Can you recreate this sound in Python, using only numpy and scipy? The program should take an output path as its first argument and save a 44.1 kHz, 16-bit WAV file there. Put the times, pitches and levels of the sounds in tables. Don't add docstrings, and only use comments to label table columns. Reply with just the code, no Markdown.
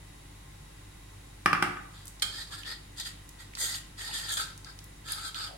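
import sys
import numpy as np
from scipy import signal
from scipy.fft import rfft, irfft, next_fast_len
from scipy.io import wavfile
from scipy.ndimage import uniform_filter1d

SR = 44100
rng = np.random.default_rng(int(sys.argv[2]) if len(sys.argv) > 2 else 0)


def unload_audio(sound):
    columns = np.transpose(np.atleast_2d(sound))
    steps = np.round(np.clip(columns, -1, 1) * 32767)
    wavfile.write(sys.argv[1], SR, steps.astype(np.int16))


N = 245637
TIME_S = np.arange(N) / SR
GRID_HZ = np.maximum(np.fft.rfftfreq(16384, 1 / SR), 1)

# frequency in Hz, left-right correlation.
STEREO_CORRELATION = [(60, 0.96), (140, 1), (290, 0.63), (640, -0.57), (1400, 0.3), (3000, 0)]
# frequency in Hz, T60 in seconds.
ROOM_T60 = [(100, 0.53), (400, 0.75), (1400, 0.53), (4000, 0.45), (12000, 0.32)]
# frequency in Hz, rms level in dB.
HUM_TONES = [(48.5, -53.5), (97, -63.5), (100.5, -59), (145.4, -64), (290.7, -69)]
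# frequency in Hz, relative density in dB.
HISS_SPECTRUM = [(25, -6.5), (60, -0.5), (110, 1), (180, -1), (240, -9.5), (310, -4.5), (450, -11.5),
                 (850, -13), (1350, -15), (2000, -14.5), (5500, -20.5), (11200, -19.5), (12300, -30.5),
                 (16000, -28.5)]
# frequency in Hz, width in Hz, relative level in dB.
WHINES = [(854, 115, 2.5), (1051, 34, 5), (1972, 64, 4.5), (2900, 480, -13), (3800, 105, 1.5),
          (7100, 68, -0.5), (11040, 220, -8.5)]

# frequency in Hz, width in Hz, relative level in dB.
BOWL_MODES = [(797, 114, -6.5), (1217, 120, -3), (1520, 190, -7), (1770, 83, -8.5), (1950, 120, -9),
              (2350, 120, -11), (2660, 120, -13.5), (2760, 220, -17.5)]
GLASS_MODES = [(3210, 240, 9), (4380, 540, 0), (5220, 580, 2.5), (7900, 600, -7.5), (8800, 180, -3),
               (9900, 480, 0), (12800, 4700, -13)]
COUNTER_MODES = [(102, 4.4, 5), (113.4, 5.5, 2), (167.8, 7.1, 9), (200.4, 14.4, 1.5), (293, 18, 1.5),
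                 (309, 30, -1), (353.7, 14.5, 3), (572, 140, -4.5)]
TRAY_MODES = [(836, 90, -1.5), (1280, 42, 3.5), (1368, 27, 6.5), (1588, 59, 11.5), (1820, 49, 7),
              (1960, 160, -19), (2153, 27, 9.5), (2473, 68, 2.5), (3190, 29, 5.5), (3390, 64, 3),
              (3630, 62, 5.5), (3970, 29, 7.5), (4310, 45, 3), (4514, 71, 6.5), (4843, 95, 4.5),
              (5160, 49, 3), (6230, 160, -12.5), (6660, 44, -6), (7080, 39, -3), (7560, 43, -4),
              (8070, 160, -8.5), (8650, 140, -7.5), (9300, 64, -7), (9870, 150, -17.5), (10910, 46, -8.5),
              (11500, 270, -16.5), (12300, 110, -16), (13800, 1800, -29.5)]
# start in seconds, delay until the foot seats in seconds, level in dB,
# clink offset in dB, clink emphasis in Hz, thud offset in dB.
KNOCKS = [(1.459, 0.001684, -5, -8.5, 5500, -16.5), (1.53, .0008, -8.5, -9.5, 4970, -16),
          (1.5486, 0.00138, -18, -21, 5000, -36), (1.6246, 0.00138, -8, -5, 8200, -15.5),
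          (1.77, 0.00166, -27.5, -38, 5400, -48)]

# peak time in seconds, level in dB, pitch in Hz, half-length in seconds.
SQUELCHES = [(2.536, -49, 1130, 0.047), (2.705, -59, 520, 0.036), (3.637, -53, 490, 0.035),
             (4.106, -44, 860, 0.027), (4.39, -62, 610, 0.12), (5.52, -53.5, 720, 0.06),
             (5.537, -53, 573, 0.071)]
# start in seconds, level in dB, centre in Hz, width in Hz.
SMACKS = [(2.055, -25, 10300, 3960), (2.07, -28, 7000, 4000), (2.0797, -21, 8800, 4000),
          (2.197, -29, 4480, 1500), (2.633, -28.5, 2900, 495), (2.9993, -17.5, 5200, 3450),
          (3.291, -27.5, 7850, 6000), (3.536, -35.5, 2200, 500), (3.5517, -21, 4540, 1500),
          (3.572, -27, 1270, 500), (4.577, -28, 7550, 4000), (4.6462, -27, 4780, 1500),
          (4.789, -27, 4940, 3540), (4.8415, -27.5, 10800, 5000), (5.12, -11.5, 10100, 1200),
          (5.345, -22, 3380, 800)]

# start in seconds, level in dB.
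CLACKS = [(2.2208, -14), (2.2226, -6.5), (2.2257, -9), (2.2294, -13), (2.252, -24)]
# frequency in Hz, gain in dB.
EDGE_BLOW_EQ = [(400, 6.5), (870, -11.5), (1400, -7), (1900, -15), (2450, -4.5), (2800, -13), (3160, 5.5),
                (3750, -6.5), (4300, 5.5), (4700, -10), (5400, 2), (8000, 6), (15000, 4.5)]
# start, rise and hold in seconds, level in dB,
# rim offset in dB, floor offset in dB.
PUSHES = [(1.927, .02, .08, -59, -4, -4), (2.273, .12, .025, -42, -6.5, -5),
          (2.45, 0.025, .02, -57, -4, -10), (2.499, 0.029, .02, -43, -4.5, -1.5),
          (2.564, 0.021, .01, -48, -4, -.5), (2.636, .045, .04, -41, -8, -1.5),
          (2.95, 0.056, .006, -41.5, -1.5, -6.5), (3.034, 0.035, .006, -41, -3, -4.5),
          (3.379, 0.029, 0.013, -49, -6, -2), (3.554, 0.084, .03, -35.5, 4, -5.5),
          (3.667, 0.027, 0.067, -40.5, 2.5, -2.5), (3.962, 0.046, .14, -42, -4.5, -3.5),
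          (4.116, 0.023, 0.057, -38.5, -1, -3), (4.195, 0.022, 0.063, -43, -2, -1.5),
          (4.273, 0.023, .02, -36.5, -1.5, -3), (4.305, 0.022, .006, -35.5, 4, -5),
          (4.362, 0.013, .045, -35.5, -1, -2), (4.423, 0.018, 0.064, -51.5, -6, 2),
          (4.648, .025, 0.027, -55.5, -6, 3.5), (5.031, 0.085, .012, -39, -3.5, -3.5),
          (5.133, 0.032, 0.096, -45, -2.5, 1.5), (5.232, .025, 0.018, -40.5, -3.5, -2.5),
          (5.342, 0.021, .105, -40.5, -7.5, -2)]
# time in seconds, frequency in Hz.
FLOOR_BEND = [(2.3, 1630), (2.42, 1830), (2.55, 1613), (2.7, 1840), (3.62, 1900), (4.02, 1820),
              (4.28, 1810), (4.38, 1527), (5.1, 1650), (5.22, 1530), (5.45, 1500)]


def amp(db):
    return 10 ** (np.asarray(db) / 20)


def unit_rms(x):
    return x / np.sqrt(np.mean(x ** 2))


def contour(points, hz):
    points_hz, values = np.transpose(points)
    return np.interp(np.log(hz), np.log(points_hz), values)


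def resonances(modes):
    return np.sqrt(sum(amp(db) ** 2 / (1 + ((GRID_HZ ** 2 - hz ** 2) / (GRID_HZ * width_hz)) ** 2)
                       for hz, width_hz, db in modes))


def band(low_hz, high_hz, order=6):
    return 1 / np.sqrt((1 + (low_hz / GRID_HZ) ** (2 * order)) * (1 + (GRID_HZ / high_hz) ** (2 * order)))


def response(gain):
    cepstrum = irfft(np.log(gain + 1e-6 * gain.max()))
    half = len(cepstrum) // 2
    cepstrum[1:half] *= 2
    cepstrum[half + 1:] = 0
    impulse = irfft(np.exp(rfft(cepstrum)))[:half]
    return impulse / np.abs(impulse).max()


def convolve(x, impulse):
    return signal.fftconvolve(np.atleast_2d(x), np.atleast_2d(impulse), axes=1)[:, :N]


def add(out, start_s, sound):
    i = int(start_s * SR)
    out[:, i:i + sound.shape[-1]] += sound[..., :N - i]


def drift(rate_hz):
    step = int(SR / rate_hz)
    stairs = np.repeat(rng.standard_normal(N // step + 1), step)
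    return unit_rms(uniform_filter1d(stairs, step)[:N])


def grit(rate_per_s, spread_db):
    hits = rng.random(N) < rate_per_s / SR
    sizes = amp(spread_db * np.minimum(rng.exponential(size=N), 4))
    return hits * sizes * rng.standard_normal((2, N))


def flutter(decay_s):
    t = TIME_S[:SR // 10]
    waves = rng.standard_normal((2, len(t))) * amp(-60 * t / decay_s)
    for _ in range(3):
        flat = irfft(np.exp(1j * np.angle(rfft(waves))), len(t))
        waves = flat * amp(-20 * t / decay_s)
    return waves / np.sqrt(np.sum(waves ** 2, axis=1, keepdims=True))


def diffuse_noise(size):
    mid, side = rfft(rng.standard_normal((2, size)))
    correlation = np.clip(contour(STEREO_CORRELATION, np.fft.rfftfreq(size, 1 / SR) + 1), -1, 1)
    mid *= np.sqrt((1 + correlation) / 2)
    side *= np.sqrt((1 - correlation) / 2)
    return irfft(np.array([mid + side, mid - side]), size)


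def room(x, wet_db, gap_s=0.001):
    t = TIME_S[:SR * 3 // 4]
    spectrum = rfft(diffuse_noise(len(t)))
    hz = np.fft.rfftfreq(len(t), 1 / SR) + 1
    tail = 0
    for centre_hz, t60_s in ROOM_T60:
        share = contour([(f, float(f == centre_hz)) for f, _ in ROOM_T60], hz)
        tail += irfft(spectrum * share, len(t)) * amp(-60 * t / t60_s)
    tail *= t > gap_s
    return x + amp(wet_db) * convolve(x, tail / np.sqrt(np.sum(tail ** 2) / 2))


def background(waver_rad=0.053, hiss_db=-53, whine_db=-61.5):
    hum = 0
    for hz, db in HUM_TONES:
        phase = 2 * np.pi * (hz * TIME_S + rng.random()) + waver_rad * drift(rate_hz=17)
        hum += np.sqrt(2) * amp(db) * np.sin(phase)
    hiss = unit_rms(convolve(diffuse_noise(N), response(amp(contour(HISS_SPECTRUM, GRID_HZ)))))
    whine = unit_rms(convolve(diffuse_noise(N), response(resonances(WHINES))))
    return hum + amp(hiss_db) * hiss + amp(whine_db) * whine


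def squelches(width_hz=200):
    out = 0
    for peak_s, db, hz, half_s in SQUELCHES:
        crackle = grit(rate_per_s=760, spread_db=2)
        pocket = response(resonances([(hz, width_hz, 0)]) ** 2)
        swell = np.exp(-2 * ((TIME_S - peak_s) / half_s) ** 2)
        out += amp(db) * swell * unit_rms(convolve(crackle, pocket))
    return out


def bubbles(effort, count=900, t60_cycles=22, spread_db=4.5):
    out, t = np.zeros((2, N)), TIME_S[:SR // 40]
    for when, pitch, rank, pan in rng.random((count, 4)):
        hz = 2700 * 3.8 ** pitch
        phase = 2 * np.pi * hz * t * (1 + 4 * t)
        ring = np.sin(phase) * amp(-60 * t * hz / t60_cycles)
        gain = effort[int(when * N)] * amp(1.5 - spread_db * np.log(rank + 0.033))
        add(out, when * N / SR, gain * np.sqrt([[pan], [1 - pan]]) * ring)
    return room(out, wet_db=1.5)


def smacks():
    out = np.zeros((2, N))
    for start_s, db, hz, width_hz in SMACKS:
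        pop = response(resonances([(hz, width_hz, 0)]) * band(1100, 11800, order=2))
        add(out, start_s, amp(db) * convolve(pop, flutter(decay_s=0.029)))
    return room(out, wet_db=-5)


def bowl_knocks(touch_db=-7, left_lag_s=0.0001, emphasis_db=6):
    body, clink, thud = np.zeros((3, 2, N))
    knock = response(resonances(BOWL_MODES) * band(845, 2840, order=4))
    slab = response(resonances(COUNTER_MODES) * band(94, 540, order=3))
    for start_s, seat_s, db, clink_db, clink_hz, thud_db in KNOCKS:
        add(body, start_s, amp(db + touch_db) * knock)
        add(body, start_s + seat_s, amp(db) * knock)
        emphasis = 2.5 + resonances([(clink_hz, 700, emphasis_db)])
        glass = response(resonances(GLASS_MODES) * band(2600, 16600) * emphasis)
        add(clink, start_s, amp(db + clink_db) * convolve(glass, flutter(decay_s=0.044)))
        add(thud, start_s, amp(db + thud_db) * slab)
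    body[0] = np.roll(body[0], int(left_lag_s * SR))
    return room(body, wet_db=-1.5) + room(clink, wet_db=-3) + room(thud, wet_db=-3.5)


def tray_clacks(min_width_hz=85, pan_db=0.7):
    out = np.zeros((2, N))
    damped = [(hz, max(width_hz, min_width_hz), db) for hz, width_hz, db in TRAY_MODES]
    steel = response(resonances(damped) * amp(contour(EDGE_BLOW_EQ, GRID_HZ)))
    for start_s, db in CLACKS:
        add(out, start_s, amp(db) * convolve(steel, flutter(decay_s=0.023)))
    return room(out * amp([[-pan_db], [pan_db]]), wet_db=-3.5)


def hand_pushes(sag_db_per_s=17.5, release_db_per_s=309):
    drive = np.zeros((3, N))
    for start_s, rise_s, hold_s, db, rim_db, floor_db in PUSHES:
        active = (TIME_S > start_s) & (TIME_S < start_s + 0.5)
        t = TIME_S[active] - start_s
        rise = np.sin(np.pi / 2 * np.minimum(t / rise_s, 1)) ** 2
        past_peak_s = np.maximum(t - rise_s, 0)
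        released_s = np.maximum(past_peak_s - hold_s, 0)
        push = rise * amp(db - sag_db_per_s * past_peak_s - release_db_per_s * released_s)
        drive[:, active] = np.maximum(drive[:, active], push * amp([[floor_db], [0], [rim_db]]))
    return drive


def gliding_mode(slips, hz, width_hz):
    carrier = np.exp(2j * np.pi * np.cumsum(hz) / SR)
    lowpass = signal.butter(2, width_hz / 2, fs=SR, output="sos")
    return unit_rms((signal.sosfilt(lowpass, slips / carrier) * carrier).real)


def bent_modes(slips, lower_rest_hz=1322, upper_rest_hz=1500, lower_share=0.23, balance_db_per_hz=0.08):
    upper_hz = np.interp(TIME_S, *np.transpose(FLOOR_BEND))
    bend_hz = upper_hz - upper_rest_hz
    lower = gliding_mode(slips, lower_rest_hz + lower_share * bend_hz, width_hz=114)
    upper = gliding_mode(slips, upper_hz, width_hz=157)
    balance = amp(-7 + balance_db_per_hz * bend_hz)
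    return (lower + balance * upper) / np.hypot(1, balance)


def floor_ring(slips, bent_db=-1.5, steady_db=-6, rub_db=-12):
    weighting = amp(contour([(870, 10), (1400, 6), (1900, -6), (2300, 0.5)], GRID_HZ))
    steady = unit_rms(convolve(slips, response(resonances(TRAY_MODES) * band(726, 2780) * weighting)))
    rub = unit_rms(convolve(slips, response(band(344, 2400, order=3))))
    return amp(bent_db) * bent_modes(slips) + amp(steady_db) * steady + amp(rub_db) * rub


def wandering_ring(slips, low_hz, high_hz, swell_db, groups):
    size = next_fast_len(N)
    spectrum = rfft(convolve(slips, response(resonances(TRAY_MODES) ** 0.96)), size)
    hz = np.fft.rfftfreq(size, 1 / SR)
    edges_hz = np.geomspace(low_hz, high_hz, groups + 1)
    out = 0
    for from_hz, to_hz in zip(edges_hz, edges_hz[1:]):
        share = np.interp(hz, GRID_HZ, band(from_hz, to_hz, order=14) ** 2)
        group = irfft(spectrum * share, size)[:, :N]
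        out += group * amp(swell_db * drift(rate_hz=22))
    return unit_rms(out)


def tray_scrape(floor_gain, wall_gain, rim_gain, judder_db=0.5, floor_pan_db=0.6, rim_pan_db=1.0):
    slips = grit(rate_per_s=6000, spread_db=2) * amp(judder_db * drift(rate_hz=61))
    floor = floor_ring(slips) * amp([[floor_pan_db], [-floor_pan_db]])
    wall = wandering_ring(slips, low_hz=2900, high_hz=5400, swell_db=2.5, groups=3) * amp(1.5)
    rim = wandering_ring(slips, low_hz=5900, high_hz=16000, swell_db=0.7, groups=4)
    rim *= amp([[-rim_pan_db], [rim_pan_db]])
    return room(floor_gain * floor + wall_gain * wall + rim_gain * rim, wet_db=-12)


def scene():
    floor_gain, wall_gain, rim_gain = hand_pushes()
    dishes = bowl_knocks() + tray_clacks() + tray_scrape(floor_gain, wall_gain, rim_gain)
    meat = bubbles(effort=wall_gain) + squelches() + smacks()
    return dishes + meat + background()


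def record(dry, cutoff_hz=16100):
    return signal.sosfilt(signal.ellip(10, 0.2, 70, cutoff_hz, fs=SR, output="sos"), dry)


dry = scene()
out = record(dry)
unload_audio(out)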